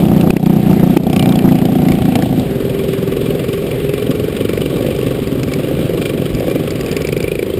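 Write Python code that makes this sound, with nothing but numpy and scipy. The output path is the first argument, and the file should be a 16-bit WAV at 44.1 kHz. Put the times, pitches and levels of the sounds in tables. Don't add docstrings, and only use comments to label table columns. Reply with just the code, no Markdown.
import sys
import numpy as np
from scipy import signal
from scipy.io import wavfile
from scipy.ndimage import uniform_filter1d

SR = 44100
rng = np.random.default_rng(int(sys.argv[2]) if len(sys.argv) > 2 else 0)


def volts_from_db(level):
    exponent = np.asarray(level, float) / 20
    return 10 ** exponent


def waveform_to_disk(signal):
    frames = np.transpose(np.atleast_2d(signal))
    scaled = np.clip(frames, -1, 1) * 32767
    samples = np.round(scaled).astype(np.int16)
    wavfile.write(sys.argv[1], SR, samples)


N = 334719

DISSOLVE_S = (2.21, 2.59)
OPEN_ROAD_S = (6.95, 7.15)


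def unit(x):
    return x / np.sqrt(np.mean(x ** 2))


def ramp(t0, t1):
    return np.clip((np.arange(N) / SR - t0) / (t1 - t0), 0, 1)


def curve(table):
    s, *columns = np.transpose(table)
    return [np.interp(np.arange(N) / SR, s, column) for column in columns]


def walk(rate_hz):
    k = int(SR / rate_hz)
    held = np.repeat(rng.standard_normal(N // k + 1), k)
    return 0.58 * uniform_filter1d(uniform_filter1d(held, k), k)[:N]


def ring(x, hz, width_hz):
    return signal.lfilter(*signal.iirpeak(hz, hz / width_hz, fs=SR), x)


def ring_twice(x, hz, width_hz):
    return ring(ring(x, hz, width_hz), hz, width_hz)


def body(x, modes):
    out, struck = np.zeros(N), np.flatnonzero(x)
    live = slice(struck[0], struck[-1] + 8192)
    for k, (hz, width_hz, db) in enumerate(modes):
        out[live] += (-1) ** k * volts_from_db(db) * ring_twice(x[live], hz, width_hz)
    return out


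def firings(crank):
    s, count = np.transpose(crank)
    when = np.interp(np.arange(count[0], count[-1]), count, s)
    when[1:] = when[0] + np.cumsum(uniform_filter1d(np.diff(when), size=5))
    return when


def engine(crank, throttle, mix, pipe, early_s, jitter_s, echo_s, echo_gain, opening_s,
           scatter_db, puff_early_s, puff_s, shell_db_s=0):
    when = firings(crank)
    chance = rng.standard_normal((len(when), 3))
    at = np.clip(((when - early_s + jitter_s * chance[:, 0]) * SR).astype(int), 0, N - 1)
    span = slice(at[0], at[-1])
    pulses, valve = np.zeros(N), np.zeros(N)
    pulses[at] = -volts_from_db(scatter_db * chance[:, 1])
    pulses = np.convolve(pulses, np.hanning(int(opening_s * SR)))[:N]

    valve[np.clip(at - int(puff_early_s * SR), 0, N - 1)] = volts_from_db(2.5 * chance[:, 2])
    t = np.arange(2048) / SR / puff_s
    gas = signal.fftconvolve(valve, t * np.exp(-t))[:N] * rng.standard_normal(N)

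    exhaust = body(pulses + echo_gain * np.roll(pulses, int(echo_s * SR)), pipe[:-1])
    shell = body(pulses, pipe[-1:])
    load, = curve(throttle)
    exhaust_db, gas_db, shell_db = (shut + (wide - shut) * load for shut, wide in mix)
    shell_db = shell_db + shell_db_s * np.arange(N) / SR
    tone = volts_from_db(exhaust_db) * exhaust / exhaust[span].std() + volts_from_db(shell_db) * shell / shell[span].std()
    return np.array([tone, volts_from_db(gas_db) * gas / gas[span].std()])


def cracks(crank, bouts, early_s, top_db, scatter_db, detune, width_hz, shell_db):
    when = firings(crank)
    chance = np.clip(rng.standard_normal((len(when), 2)), -2, 2)
    out, t = np.zeros(N + 1024), np.arange(1024) / SR
    fade = np.exp(-t / 0.0027) * (1 - np.exp(-t / 0.0007))
    for first, length, db, hz in bouts:
        varied = length > 0
        for s, (a, b) in zip(when, chance):
            if not first - .014 < s < first + length + .014:
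                continue
            pitch_hz = hz * (1 + varied * detune * b)
            peak_db = db + varied * scatter_db * a
            puff = rng.standard_normal((2, 1024)) * fade
            low = ring(puff[0], pitch_hz, width_hz) + volts_from_db(shell_db) * ring(puff[0], pitch_hz, 60)
            top = ring_twice(puff[1], 4980, 1100)
            burst = low / np.abs(low).max() + volts_from_db(top_db) * top / np.abs(top).max()
            i = int((s - early_s) * SR)
            out[i:i + 1024] += volts_from_db(peak_db - 3) * burst
    return out[:N]


# (time [s], firings so far [count])
OWN_CRANK = [(-0.0283, -1), (0.2738, 8), (0.806, 24), (1.3469, 40), (1.625, 48), (1.9088, 56), (2.1993, 64),
             (2.3474, 68), (2.6633, 76)]
# (time [s], load [0-1])
OWN_LOAD = [
    (0, 0.57),
    (.5, 0.92),
    (1, .5),
    (1.6, 0.22),
    (2.2, 0),
]
# (throttle shut [dB], wide open [dB])
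OWN_MIX = [(-12, -7), (-89, -32.5), (-20, -19.5)]
# (pitch [Hz], width [Hz], level [dB])
OWN_PIPE = [(187.4, 181, -2.5), (288, 238, -12.5), (529, 174, -20), (767, 127, -20.5), (1050, 200, -48),
            (257.6, 33.4, 0)]
# (first [s], length [s], peak [dB], pitch [Hz])
OWN_CRACKS = [
    (.173, 0, -15, 1500),
    (.74, 0, -13, 1400),
    (.806, 0, -15, 1500),
    (1.625, 0, -16, 1800),
]


def own_bike():
    sound = engine(OWN_CRANK, OWN_LOAD, OWN_MIX, OWN_PIPE, early_s=.0106, jitter_s=.00012, echo_s=.0056,
                   echo_gain=1.25, opening_s=.0008, scatter_db=2.77, puff_early_s=.0015, puff_s=.00067,
                   shell_db_s=3)
    return sound, cracks(OWN_CRANK, OWN_CRACKS, early_s=.0105, top_db=-25, scatter_db=2, detune=.1,
                         width_hz=1200, shell_db=-8)


# (time [s], firings so far [count])
NEXT_CRANK = [(-0.011, 0), (0.2107, 7), (0.4591, 15), (0.7114, 23), (0.971, 31), (1.2895, 41), (1.8848, 59),
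              (2.222, 69), (2.6055, 80)]
# (time [s], load [0-1])
NEXT_LOAD = [
    (0, 0.43),
    (.4, 0),
    (1, 0.28),
    (1.2, 0.78),
    (1.5, .25),
    (1.9, 0.49),
    (2.3, 0.44),
]
# (throttle shut [dB], wide open [dB])
NEXT_MIX = [(-21.5, -10.5), (-48, -20), (-17.5, -27)]
# (pitch [Hz], width [Hz], level [dB])
NEXT_PIPE = [(108, 89, 2), (204, 130, 4), (464, 260, -11), (658, 82, -2.5), (764, 155, -4.5),
             (1065, 140, -33.5), (331, 146, 0)]
# (first [s], length [s], peak [dB], pitch [Hz])
NEXT_CRACKS = [(.21, 0, -11, 2930), (.303, 0, -4, 2500), (.365, 0, -5, 2300), (.459, 0, -10, 2690),
               (.711, 0, -18, 2760), (.97, 0, -6, 2600), (1.034, .066, -16, 3400), (1.13, .1, -8, 2400),
               (1.258, .13, -12.5, 3000), (1.488, .1, -13.5, 2250), (1.651, 0, -11.5, 3100),
               (1.716, 0, -20, 3100), (1.885, .034, -9, 2200), (2.155, 0, -4.5, 2400),
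               (2.224, 0, -9.5, 2050), (2.397, 0, -15, 3400)]


def next_bike():
    sound = engine(NEXT_CRANK, NEXT_LOAD, NEXT_MIX, NEXT_PIPE, early_s=.0014, jitter_s=.0002, echo_s=.008,
                   echo_gain=.4, opening_s=.0008, scatter_db=3.5, puff_early_s=.00031, puff_s=.0021,
                   shell_db_s=-6.5)
    return sound, cracks(NEXT_CRANK, NEXT_CRACKS, early_s=.0003, top_db=-11, scatter_db=1.5, detune=.12,
                         width_hz=900, shell_db=0)


# (time [s], firings so far [count])
LEAD_CRANK = [(2.2754, 0), (2.7467, 10), (3.1248, 18), (3.5347, 27), (3.9394, 36), (4.2857, 44),
              (4.6184, 52), (4.9512, 60), (5.2298, 67), (5.5618, 75), (5.8972, 83), (6.2188, 91),
              (6.514, 98), (6.8472, 106), (7.0913, 112), (7.319, 118), (7.6123, 126)]
# (time [s], load [0-1])
LEAD_LOAD = [(2.5, 0.43), (3.3, 0.95), (3.7, 0.66), (4, 1), (4.3, 0.78), (4.55, 1), (4.75, 0.29),
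             (5.05, 0.99), (5.3, 0.14), (5.7, .3), (6.05, 1), (6.3, 0.23), (6.5, 0.8), (6.75, 0), (7, 0.79),
             (7.45, 0.63), (7.6, 0)]
# (throttle shut [dB], wide open [dB])
LEAD_MIX = [(-26.5, -20), (-41, -32.5), (-24.5, -38.5)]
# (pitch [Hz], width [Hz], level [dB])
LEAD_PIPE = [(465, 280, 0), (150, 130, -9), (400, 38, 0)]
# (first [s], length [s], peak [dB], pitch [Hz])
LEAD_TICKS = [(3.307, 0, -16, 2880), (3.714, 0, -14.5, 2390), (3.895, .045, -13.5, 2500),
              (4.026, .044, -22, 3200), (4.369, .085, -21, 3100), (4.493, .085, -11.5, 2250),
              (4.618, 0, -14.5, 2980), (6.018, .08, -13, 2350), (6.514, 0, -14, 2400),
              (7.05, .38, -12, 2330), (7.503, .04, -19, 3100)]


def lead_bike():
    sound = engine(LEAD_CRANK, LEAD_LOAD, LEAD_MIX, LEAD_PIPE, early_s=.003, jitter_s=.00008, echo_s=.0023,
                   echo_gain=1.15, opening_s=.0024, scatter_db=1.3, puff_early_s=.004, puff_s=.005)
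    open_db = 3 * ramp(*OPEN_ROAD_S)
    return sound * volts_from_db([open_db, -open_db]), cracks(
        LEAD_CRANK, LEAD_TICKS, early_s=.0025, top_db=-30, scatter_db=1.2, detune=.03, width_hz=380, shell_db=9)


# (time [s], firings so far [count])
SLOW_CRANK = [(2.227, 0), (2.7062, 10), (3.0856, 18), (3.595, 28), (4.1473, 39), (4.7623, 51), (5.1151, 58),
              (5.4353, 64), (5.6408, 68), (5.9551, 74), (6.2505, 80), (6.4989, 85), (6.9161, 93),
              (7.2812, 100), (7.6379, 107)]
# (time [s], load [0-1])
SLOW_LOAD = [(2.5, 0.4), (3.4, 0.62), (4.6, 0.87), (5.5, 0.97), (6, 0.29), (6.5, 0.81), (7, 0.82),
             (7.3, 0.22), (7.6, 0.56)]
# (throttle shut [dB], wide open [dB])
SLOW_MIX = [(-23.5, -23), (-67, -37), (-37, -25)]
# (pitch [Hz], width [Hz], level [dB])
SLOW_PIPE = [(120, 102, -5.5), (188, 70, 5.5), (409, 150, -11.5), (544, 93, -11), (268, 45, 0)]
# (first [s], length [s], peak [dB], pitch [Hz])
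SLOW_TICKS = [(4.964, 0, -19, 2340), (5.275, 0, -21, 2300), (5.435, 0, -14, 2380), (5.538, 0, -14, 2300),
              (6.35, .05, -21, 2460), (6.499, 0, -22, 2300), (6.707, .053, -19, 2300),
              (6.812, .052, -17, 2370), (6.916, .052, -12.5, 2340), (7.02, .105, -15.5, 2300),
              (7.177, 0, -21, 2300), (7.229, 0, -14, 2330)]


def slow_bike():
    sound = engine(SLOW_CRANK, SLOW_LOAD, SLOW_MIX, SLOW_PIPE, early_s=.009, jitter_s=.0005, echo_s=.0075,
                   echo_gain=.9, opening_s=.002, scatter_db=2.6, puff_early_s=-.006, puff_s=.002)
    return sound * volts_from_db(-6.5 * ramp(*OPEN_ROAD_S)), cracks(
        SLOW_CRANK, SLOW_TICKS, early_s=.0025, top_db=1, scatter_db=1.5, detune=.02, width_hz=600, shell_db=4)


# (time [s], firings so far [count])
FAR_CRANK = [(4.69, 0), (5.674, 25), (5.867, 30), (6.184, 38), (6.48, 46), (7.03, 60)]
# (time [s], load [0-1])
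FAR_LOAD = [
    (4.85, 0.77),
    (5.3, 0),
    (5.75, 0.8),
    (6.2, 0.32),
    (6.6, 0.83),
    (6.9, 0.21),
]
# (throttle shut [dB], wide open [dB])
FAR_MIX = [(-45.5, -13), (-40.5, -39), (-39.5, -22)]
# (pitch [Hz], width [Hz], level [dB])
FAR_PIPE = [(220, 290, -1), (328, 57, 9.5), (490, 220, -3.5), (522, 114, 0)]


def far_bike(start_s=4.7, end_s=7.02, fade_s=.051):
    sound = engine(FAR_CRANK, FAR_LOAD, FAR_MIX, FAR_PIPE, early_s=.002, jitter_s=.0004, echo_s=.004,
                   echo_gain=.5, opening_s=.0016, scatter_db=3, puff_early_s=.001, puff_s=.002)
    return sound * (ramp(start_s, start_s + fade_s) - ramp(end_s - fade_s, end_s))


# (pitch [Hz], width [Hz], level [dB])
SILENCER = [(1117, 91, 9.5), (1385, 830, -1.5), (2243, 73, 4), (2360, 40, 11.5), (2940, 1410, 3),
            (3953, 440, -7.5), (4730, 930, -3.5)]


def silencer_hiss(gas):
    return unit(body(gas, SILENCER)) * gas.std()


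# (time [s], jolt peak [dB], gain duck [dB])
DUCKS = [
    (.309, 4, -9),
    (.371, 0, -5),
    (.975, 5, -10),
]


def jolts(hz=150, width_hz=300, early_s=.005):
    kick = np.zeros(N)
    for s, peak_db, _ in DUCKS:
        kick[int((s - early_s) * SR)] = volts_from_db(peak_db)
    thump = ring_twice(kick, hz, width_hz)
    return thump * kick.max() / np.abs(thump).max()


# (time [s], pitch [Hz], level [dB])
DRIVE = [(2.45, 391, -24), (2.7, 396, -21), (3.03, 386, -22), (3.2, 400, -23), (3.4, 397, -23),
         (3.6, 398, -19), (3.85, 404, -22), (4.1, 416, -24.5), (4.45, 425, -29)]


def drive():
    hz, level_db = curve(DRIVE)
    phase = 2 * np.pi * np.cumsum(hz) / SR + .3 * walk(20)
    return volts_from_db(level_db + 2.2 * walk(25)) * np.sqrt(2) * np.sin(phase) * (1 - ramp(4.25, 4.45))


def roadside(x, wet_db=-7, decay_s=.014):
    t = np.arange(4096) / SR
    tail = rng.standard_normal(4096) * t / decay_s * np.exp(-t / decay_s)
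    return volts_from_db(wet_db) * signal.fftconvolve(x, tail / np.linalg.norm(tail))[:N]


def gust(at_s=6.345, peak_db=-14, hz=55.4):
    t = np.arange(N) / SR - at_s
    return volts_from_db(peak_db) * np.exp(-(t / 0.011) ** 2) * np.sin(2 * np.pi * hz * t)


# (frequency [Hz], level [dB per Hz])
WIND = [(25, -12), (149, 4), (224, -1), (470, -2), (885, -36.5), (1140, -27), (3040, -23.5), (4910, -37)]


def wind():
    out, swell = 0, walk(4.5)
    hz, db = np.transpose(WIND)
    for f in 25 * 2 ** (np.arange(24) / 3):
        noise = ring_twice(rng.standard_normal(N), f, f / 2.43)
        out = out + noise * volts_from_db(np.interp(np.log(f), np.log(hz), db) + 0.5 * swell + 5.4 * walk(18))
    return unit(out) * volts_from_db(-19 - .5 * ramp(*DISSOLVE_S) - 1.5 * ramp(*OPEN_ROAD_S))


def scene():
    after = ramp(*DISSOLVE_S)
    own, own_cracks = own_bike()
    beside, next_cracks = next_bike()
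    lead, lead_ticks = lead_bike()
    slow, slow_ticks = slow_bike()
    behind = slow * after + far_bike()
    tone, gas = (own + beside) * (1 - after) + lead * after + behind
    tone = tone + roadside(behind[0])
    hits = own_cracks + next_cracks + lead_ticks + slow_ticks
    return (tone + silencer_hiss(gas) + hits + jolts() + drive() * after + gust() + wind())[None]


def top_cut(x):
    return signal.sosfilt(signal.butter(12, 16670, fs=SR, output="sos"), x)


def record(dry):
    t = np.arange(N) / SR
    duck_db = sum(db * (t > s) * np.exp(-np.clip(t - s, 0, None) / 0.088) for s, _, db in DUCKS)
    x = dry * volts_from_db(uniform_filter1d(duck_db, 90))
    x = signal.sosfilt(signal.butter(6, 5300, fs=SR, output="sos"), x)
    x = signal.resample_poly(x, 40, 147, axis=1)
    x = x / (1 + (np.abs(x) / .95) ** 8) ** (1 / 8)
    x = x * (1 + volts_from_db(-36) * rng.standard_normal(x.shape))
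    held = np.repeat(x, 4, axis=1)
    x = signal.resample_poly(held, 147, 160, axis=1)[:, :N]
    x = signal.sosfilt(signal.ellip(8, .2, 60, 15400, fs=SR, output="sos"), x)
    return top_cut(x)


dry = scene()
out = record(dry)
waveform_to_disk(out)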